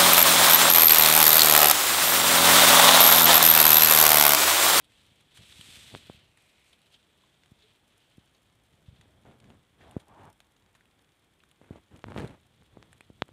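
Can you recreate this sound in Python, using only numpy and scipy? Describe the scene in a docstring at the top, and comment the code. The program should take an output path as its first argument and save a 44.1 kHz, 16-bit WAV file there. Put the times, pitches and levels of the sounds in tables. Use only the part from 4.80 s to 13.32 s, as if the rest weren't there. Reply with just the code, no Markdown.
"""A mud crab sidles under mangrove leaves on a quiet mudflat, close to a hand-held camera.
From the start, over a faint hush and prickling mud, leaves rustle by friction on its shell, and its
legs and claws tick on impact. Fingers then bump and rub the camera's case, and a thin squeak ends the
biggest rustle. Two small plops follow. From about 4.5 s the fingers rub again by stick-slip friction,
with one heavier scrape after 7 s; the loudest bump comes just before the end."""
import sys
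import numpy as np
from scipy import signal
from scipy.fft import rfft, irfft
from scipy.io import wavfile

SR = 44100
rng = np.random.default_rng(int(sys.argv[2]) if len(sys.argv) > 2 else 0)


def output_pcm(signal):
    """Save a mono or channel-first signal as 16-bit PCM at the path in sys.argv[1].

    Samples are clipped to [-1, 1] before scaling.
    """
    pcm = np.clip(np.atleast_2d(signal).T, -1, 1) * 32767
    wavfile.write(sys.argv[1], SR, np.round(pcm).astype(np.int16))


N = 375732
TIME = np.arange(N) / SR


def gain_of(db):
    """Converts a level in decibels to an amplitude ratio."""
    return 10 ** (np.asarray(db) / 20)


def unit_rms(x):
    """Normalises a signal to an rms of one."""
    return x / np.sqrt(np.mean(x ** 2) + 1e-20)


def follow(rows, column=1):
    """Linear interpolation of one column over time."""
    rows = np.array(rows)
    return np.interp(TIME, rows[:, 0], rows[:, column])


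def add(mix, start_s, sound):
    """Superposition: sums a sound into the mix at a given time."""
    part = mix[max(round(start_s * SR), 0):][:len(sound)]
    part += sound[:len(part)]


def butterworth(x, cutoff_hz, side):
    """Third-order low-pass or high-pass filter."""
    return signal.sosfilt(signal.butter(3, cutoff_hz, side, fs=SR, output="sos"), x)


def coloured(x, spectrum):
    """Minimum-phase filtering: imposes a spectrum at unit rms, while clicks keep their sharp fronts."""
    hz, db = np.transpose(spectrum)
    bin_hz = abs(np.fft.fftfreq(4096, 1 / SR))
    log_gain = np.log(gain_of(np.interp(np.log(bin_hz + 1), np.log(hz), db)))
    taps = np.fft.ifft(np.exp(np.conj(signal.hilbert(log_gain)))).real
    return unit_rms(signal.oaconvolve(x, taps[:len(taps) // 2])[:N])


def resonate(x, hz, widths_hz):
    """Damped resonators in series, one per bandwidth, at a steady or gliding frequency; unit rms."""
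    phasor = np.exp(2j * np.pi * np.cumsum(hz * np.ones(len(x))) / SR)
    for width_hz in widths_hz:
        pole = np.exp(-np.pi * width_hz / SR)
        x = 2 * (phasor * signal.lfilter([1 - pole], [1, -pole], x / phasor + 1e-18)).real
    return unit_rms(x)


def wander(rate_hz):
    """Slow random modulation: low-pass noise of unit rms."""
    hz = np.fft.rfftfreq(2 ** 19, 1 / SR)
    spectrum = rfft(rng.standard_normal(2 ** 19)) / (1 + (hz / rate_hz) ** 4)
    return unit_rms(irfft(spectrum)[:N])


def impulses(per_s, spread_db):
    """A Poisson process of tiny releases, a few much larger than the rest."""
    size = gain_of(spread_db * np.minimum(rng.exponential(1, N), 4))
    return unit_rms(size * rng.choice([-1, 1], N) * (rng.random(N) < per_s / SR))


def contact_level(rows, column, rest_db, swell_curve, fade_curve):
    """Level [dB] of arched swells adding in power to a resting level; higher curves sharpen the arch."""
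    power = gain_of(rest_db) ** 2 * np.ones(N)
    for row in rows:
        start, swell_s, fade_s = row[:3]
        rise = np.sin(np.pi / 2 * np.arange(0, swell_s, 1 / SR) / swell_s) ** swell_curve
        fall = abs(np.cos(np.pi / 2 * np.arange(0, fade_s, 1 / SR) / fade_s)) ** fade_curve
        add(power, start, (gain_of(row[column]) * np.concatenate([rise, fall])) ** 2)
    return 10 * np.log10(power)


# Spectrum of the open air: (frequency [Hz], relative level [dB])
AIR_SPECTRUM = [(25, -22), (50, 4.5), (90, 3), (150, 2.5), (300, -2.5), (600, -8.5), (1200, -9.5),
                (2400, -10.5), (3700, -29.5), (5000, -24.5), (6800, -25), (8600, -21), (11000, -25),
                (15500, -30.5)]


def hush(level_db=-70.5):
    """Ambient noise: distant open air, broadband and almost stationary."""
    return gain_of(level_db + 0.24 * wander(rate_hz=1)) * coloured(rng.standard_normal(N), AIR_SPECTRUM)


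# Plops in the mud: (time [s], level before the treble rolloff [dB], frequency [Hz], rise time [s])
PLOPS = [(2.435, -60, 1050, 0.0034), (2.832, -64, 428, 0.014)]


def mud(prickle_hz=8800):
    """Shot noise: wet mud prickles with clusters of faint pops; each plop is a damped oscillation."""
    t = np.arange(SR // 8) / SR
    pop = rng.standard_normal(len(t)) * np.exp(-t / .0025)
    clusters = gain_of(3.2 * wander(rate_hz=9))
    pops = signal.oaconvolve(impulses(per_s=85, spread_db=4.5) * clusters, pop)[:N]
    out = gain_of(-80) * resonate(pops, prickle_hz, widths_hz=(15000, 15000))
    for start, db, hz, rise_s in PLOPS:
        envelope = (t / rise_s * np.exp(1 - t / rise_s)) ** 2
        add(out, start, gain_of(db) * envelope * np.sin(2 * np.pi * hz * t))
    return out


# Spectrum of leaf friction: (frequency [Hz], relative level [dB])
LEAF_SPECTRUM = [(500, -22.5), (1200, -12.5), (2100, -5.5), (2600, -2.5), (3300, -1.5), (3900, -2),
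                 (4900, -10.5), (6800, -13), (8200, -13), (9300, -17.5), (11000, -15), (15500, -30.5)]
# Leaves sweeping over the shell:
# (start [s], swell [s], fade [s], rustle level [dB], sizzle level [dB], rasp frequency [Hz])
LEAF_SWEEPS = [(0.01, 0.16, 0.42, -66.5, -75, 3250), (0.43, .49, 0.64, -52.3, -56.6, 3450),
               (0.535, 0.032, 0.04, -57.5, -58, 3300), (1.09, 0.075, 0.087, -58, -62, 3430),
               (1.22, 0.094, 0.14, -58.5, -69, 3300), (1.52, 0.12, 0.4, -67.5, -74, 2300),
               (1.74, 0.17, 0.075, -70, -72, 2320), (2.1, 0.042, 0.048, -66.5, -72, 3250),
               (2.77, 0.057, 0.16, -66.5, -79, 3400), (3.1, 0.16, 0.32, -70.5, -81, 3110),
               (4.02, 0.12, 0.24, -72, -84, 3320), (4.97, 0.036, 0.27, -69.5, -83, 3300),
               (7.2, .19, 0.22, -70, -75, 3300)]
# Leaves stirring between sweeps, settling as the crab does: (time [s], level [dB])
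LEAF_STIRRING = [(0, -71), (2.5, -71.5), (3.7, -75), (5.9, -79), (8.5, -73.5)]


def leaves(narrowing=0.26, fizz_hz=8200, split_hz=4700):
    """Friction noise of leaves on shell: a light touch rasps in a narrow band; the fastest part sizzles."""
    hiss = coloured(rng.standard_normal(N), LEAF_SPECTRUM)
    slips = impulses(per_s=2600, spread_db=3.5) * gain_of(3.3 * wander(rate_hz=28))
    friction = hiss + coloured(slips, LEAF_SPECTRUM)
    body = butterworth(friction, split_hz, "low")
    treble = unit_rms(butterworth(friction, split_hz, "high"))
    rasp_hz = follow(sorted((start + swell_s, hz) for start, swell_s, *_, hz in LEAF_SWEEPS))
    rasp = resonate(rng.standard_normal(N), rasp_hz, widths_hz=(650, 710))
    fizz = resonate(rng.standard_normal(N), fizz_hz, widths_hz=(1500, 1800))
    rest_db = follow(LEAF_STIRRING)
    rustle_db = contact_level(LEAF_SWEEPS, column=3, rest_db=rest_db, swell_curve=1.37, fade_curve=1.54)
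    sizzle_db = contact_level(LEAF_SWEEPS, column=4, rest_db=rest_db - 8, swell_curve=2, fade_curve=3.6)
    firmness_db = rustle_db - rustle_db.mean()
    rustle = gain_of(rustle_db) * unit_rms(body + gain_of(-narrowing * firmness_db) * rasp)
    sizzle = gain_of(sizzle_db) * unit_rms(treble + gain_of(-5) * fizz)
    flutter_db = .8 * wander(rate_hz=35)
    return gain_of(flutter_db) * (rustle + sizzle)


# Spectrum of a dry crack: (frequency [Hz], relative level [dB])
CRACK_SPECTRUM = [(300, 0), (900, 4), (1600, 6.5), (3700, 9), (5200, -2), (7000, 4), (10000, -27),
                  (15000, -40.5)]
# Shell striking stems, leaves and mud: (time [s], peak level before the treble rolloff [dB],
# ring frequency [Hz], 60 dB decay time [s], ring re crack [dB], snap re crack [dB])
SHELL_TICKS = [(0.043, -50, 3240, .05, 4, 2), (0.12, -48.5, 2270, 0.027, 0, -3.5),
               (0.408, -51, 3530, 0.042, -7, -5), (0.547, -53.5, 3400, 0.092, -12, 3),
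               (0.5721, -41, 2980, 0.054, -12, -5), (0.723, -42, 3440, 0.023, 10, -10),
               (0.8104, -33, 2920, 0.019, 12.5, 4.5), (1.573, -49, 2050, .029, 1, 0),
               (1.929, -49, 3310, .06, 5, -5), (2.0165, -54, 3490, .02, -4, 1),
               (2.1414, -47.5, 3230, 0.083, 10, -19), (2.635, -49.5, 2440, 0.0071, -1, -15),
               (2.6593, -49, 3050, .013, -16, -7), (2.822, -52, 3460, .053, 6, -9),
               (3.5468, -58, 3780, 0.07, -1, -19), (4.211, -46.5, 2970, 0.027, -20, -9),
               (4.601, -48, 2680, 0.018, -22, -8), (4.6422, -50, 1910, 0.017, -4, -13),
               (4.702, -47.5, 1350, .019, -14, -18), (5.01, -50, 1770, 0.18, 9, -14),
               (5.1102, -46, 2820, .032, -6, 2), (5.1983, -50, 2720, 0.06, -10, -6),
               (5.603, -43, 3720, 0.016, -22, -9), (5.9501, -49.5, 1490, 0.054, -6, -7),
               (6.0082, -51, 1630, 0.019, 15, -4), (6.055, -55.5, 2670, .015, 3, -7),
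               (6.602, -55, 2700, .029, 23, -6), (6.636, -47.5, 1480, 0.018, -2, -11),
               (6.7132, -48, 2830, 0.021, -10, -1), (7.1614, -48, 1870, .026, -15, -9),
               (7.192, -45, 1330, .009, 0, -6), (7.4098, -45, 4180, 0.01, 4, -15),
               (7.475, -41.5, 3560, 0.021, -8, -6), (8.1293, -39, 1720, .016, -7, -2),
               (8.1795, -53, 1410, 0.017, -2, 9), (8.2076, -41, 2480, 0.015, 15, 8),
               (8.4814, -49, 1800, 0.017, -12, -4)]


def ticks(snap_hz=9000, delay_s=.0006):
    """Impact excitation: a decaying rattle drives a dry crack, a short woody ring and a bright snap."""
    out, t = np.zeros(N), np.arange(SR // 12) / SR
    for start, db, hz, t60, ring_db, snap_db in SHELL_TICKS:
        rattle = rng.standard_normal(len(t)) * gain_of(-60 * t / t60)
        rattle[0] += 5  # sharp front of the impact
        crack = unit_rms(coloured(rattle, CRACK_SPECTRUM)[:len(t)])
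        ring = resonate(rattle, hz, widths_hz=(610, 1800))
        snap = resonate(rattle, snap_hz, widths_hz=(4500, 4500))
        tick = crack + gain_of(ring_db) * ring + gain_of(snap_db) * snap
        add(out, start + delay_s, gain_of(db) * tick / abs(tick).max())
    return out


def legs(t60=.014, clustering_db=2.5):
    """Random impacts: leg tips scratch out faint dry ticks in loose groups."""
    t = np.arange(SR // 30) / SR
    rattle = rng.standard_normal(len(t)) * gain_of(-60 * t / t60)
    touches = impulses(per_s=18, spread_db=2.0) * gain_of(clustering_db * wander(rate_hz=3.2))
    return gain_of(-83) * coloured(signal.oaconvolve(touches, rattle)[:N], CRACK_SPECTRUM)


def soften_clicks(x, cutoff_hz=12500):
    """Low-pass filtering: the microphone's treble rolloff takes the sharpest edge off the clicks."""
    return butterworth(x, cutoff_hz, "low")


def push(rise_ms, rounding=1.57):
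    """A one-sided force pulse: the softer the contact, the slower its rise and the rounder its shape."""
    u = np.arange(SR // 16) * 1000 / SR / rise_ms
    return -(u * np.exp(1 - u)) ** (2 + rounding * rise_ms)


def case(force, ring_db=-20, body_db=-20, body_hz=224, port_hz=3600):
    """Forced response: the case passes no steady pressure; its body and microphone port ring briefly."""
    swing = butterworth(force, cutoff_hz=86, side="high")
    body = signal.lfilter(*signal.iirpeak(body_hz, Q=body_hz / 45, fs=SR), swing)
    port = signal.lfilter(*signal.iirpeak(port_hz, Q=port_hz / 700, fs=SR), swing)
    return swing + gain_of(body_db) * body + gain_of(ring_db) * port


# Fingers bumping the case: (time [s], peak level [dB], force rise time [ms], port ring gain [dB])
FINGER_BUMPS = [(0.316, -57.5, 2.5, -14), (0.792, -44, 3.1, -10), (0.887, -48.5, 2.3, -14),
                (0.97, -51.5, 2.8, -15), (1.1412, -35, 0.63, -8.5), (1.15, -22, 0.19, 12.5),
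                (1.161, -40, 1, -15.5), (1.2985, -30.5, 0.56, 15), (1.341, -49.5, 6.2, -10),
                (2.717, -45.5, 2.1, -20), (3.3808, -42.5, 1.7, -10), (3.938, -55, 2.5, -18),
                (4.079, -41.5, 6.9, -20), (4.123, -45.5, 5.4, -20), (4.257, -52, 0.54, -15),
                (4.4531, -44, 0.43, -15), (4.703, -40.5, 0.22, -2), (5.1659, -21, 1.1, -13),
                (5.474, -48, 3.3, -20), (6.815, -43, 0.46, -15), (6.9077, -30.5, 1.3, -20),
                (6.958, -37.5, 0.48, -15), (7.2418, -22.5, .17, -28), (7.2848, -34, 0.27, -12),
                (7.3207, -28, 0.22, -16), (7.345, -34, .16, -10), (7.3628, -22.5, 0.41, -14),
                (7.377, -24.5, .1, 5), (7.3824, -25.5, 0.21, -14), (7.419, -33, 0.12, -8),
                (7.431, -30, 0.9, -14), (7.4474, -29, 0.4, -14), (7.8231, -47, 0.16, -10),
                (7.9714, -35.5, .55, -10), (8.0275, -34, 0.08, -26), (8.2082, -38, 0.15, -24),
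                (8.3011, -39.5, 1.04, -21), (8.4213, -8.5, .17, 8.5), (8.49, -41, 0.29, -10)]


def bumps():
    """Transient response of the case to single finger pushes: a slower rise gives a duller thud."""
    out = np.zeros(N)
    for start, db, rise_ms, ring_db in FINGER_BUMPS:
        thud = case(push(rise_ms), ring_db)
        add(out, start, gain_of(db) * thud / abs(thud).max())
    return out


# The holding hand, never quite still: (time [s], relative level [dB])
HAND_UNREST = [(0, -71), (.5, -67.5), (1.3, -65), (1.7, -78), (3.6, -76.5), (4.15, -61.5), (4.6, -66),
               (4.9, -73), (5.9, -79), (6.7, -76.5), (7.6, -65.5), (8.2, -69.5), (8.5, -59)]
# Finger strokes on the case:
# (start [s], swell [s], fade [s], relative grip level [dB], relative sliding level [dB])
FINGER_STROKES = [(0.57, .04, 0.052, -54, -76), (0.65, 0.24, 0.82, -62, -74), (1.1, 0.033, .06, -54, -65),
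                  (4.1, 0.21, .25, -80, -74.5), (4.445, 0.021, 0.14, -53.5, -59.5),
                  (4.58, .13, .12, -54, -66.5), (4.98, 0.058, 0.13, -55, -59), (5.03, 0.14, 0.11, -63, -62),
                  (5.26, 0.069, 0.064, -57.5, -59), (5.33, .11, 0.098, -55, -55),
                  (6.81, 0.018, 0.15, -68, -64.5), (6.908, 0.013, .11, -53, -58.5),
                  (7.1, 0.033, 0.1, -51.5, -62), (7.24, 0.069, 0.081, -41, -55),
                  (7.34, 0.086, .06, -36, -47.5), (7.368, 0.015, 0.051, -41, -43),
                  (7.45, 0.033, 0.11, -46.5, -55.5), (7.79, 0.027, 0.039, -60, -75),
                  (7.9, 0.039, 0.35, -60, -70)]


def grip(firm_db=-45, hardening=0.22):
    """Stick-slip friction of a dragging finger: soft pushes give way to hard ones as the grip firms."""
    soft = signal.oaconvolve(impulses(per_s=310, spread_db=2.5), push(rise_ms=5.6))[:N]
    hard = signal.oaconvolve(impulses(per_s=500, spread_db=3.0), push(rise_ms=0.66))[:N]
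    rest_db = follow(HAND_UNREST)
    level_db = contact_level(FINGER_STROKES, column=3, rest_db=rest_db, swell_curve=1.05, fade_curve=1.7)
    hardness = gain_of(hardening * (level_db - firm_db) - 2)
    drag = unit_rms(case(soft)) + hardness * unit_rms(case(hard, body_db=2.5))
    return gain_of(level_db - 1.57) * drag / np.hypot(1, hardness)


# Spectrum of skin friction: (frequency [Hz], relative level [dB])
SKIN_SPECTRUM = [(150, -17), (300, 6.5), (700, -2.5), (1300, -5.5), (1900, -9), (3400, -15.5),
                 (5000, -28.5), (9000, -26), (15000, -44)]
# Resonance of rubbed skin, shifting with the grip: (time [s], frequency [Hz], level re grain [dB])
SKIN_RESONANCE = [(4.45, 600, -2), (5.03, 700, -13), (5.1, 670, 13), (5.16, 606, -11), (5.31, 815, 6.5),
                  (5.42, 845, 3), (5.5, 860, 5), (6.9, 650, -21), (7.4, 760, -13)]


def sliding():
    """Sliding friction of skin on the case: a grain of fine slips plus a hollow, moving resonance."""
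    grain = coloured(impulses(per_s=2500, spread_db=4.5), SKIN_SPECTRUM)
    hollow = resonate(rng.standard_normal(N), follow(SKIN_RESONANCE), widths_hz=(340, 950))
    strength = gain_of(follow(SKIN_RESONANCE, column=2))
    level_db = contact_level(FINGER_STROKES, column=4, rest_db=-79, swell_curve=0.96, fade_curve=1.3)
    return gain_of(level_db + 2) * (grain + strength * hollow) / np.hypot(1, strength)


def squeak(start_s=1.245, length_s=0.14, level_db=-83, crest_hz=14550, glide_hz=550):
    """Narrow-band noise is heard as a pitch: a thin squeak arches over the end of the big rustle."""
    arch = np.sin(np.pi * np.arange(0, length_s, 1 / SR) / length_s)
    hz = crest_hz - glide_hz * (1 - arch)
    tone = resonate(rng.standard_normal(len(hz)), hz, widths_hz=(260, 260))
    out = np.zeros(N)
    add(out, start_s, gain_of(level_db) * np.sqrt(arch) * tone)
    return out


def scene():
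    """Free-field superposition: the sources sum in one channel, with no echo."""
    air = hush()
    clicks = soften_clicks(mud() + ticks() + legs())
    return (air + clicks + leaves() + squeak() + bumps() + grip() + sliding())[None]


def record(dry, cutoff_hz=15600):
    """Band limiting: a steep linear-phase low-pass filter removes the highest treble."""
    taps = signal.firwin(511, cutoff_hz, window=("kaiser", 9), fs=SR)
    return signal.oaconvolve(dry, taps[None], "same")


dry = scene()
out = record(dry)
output_pcm(out)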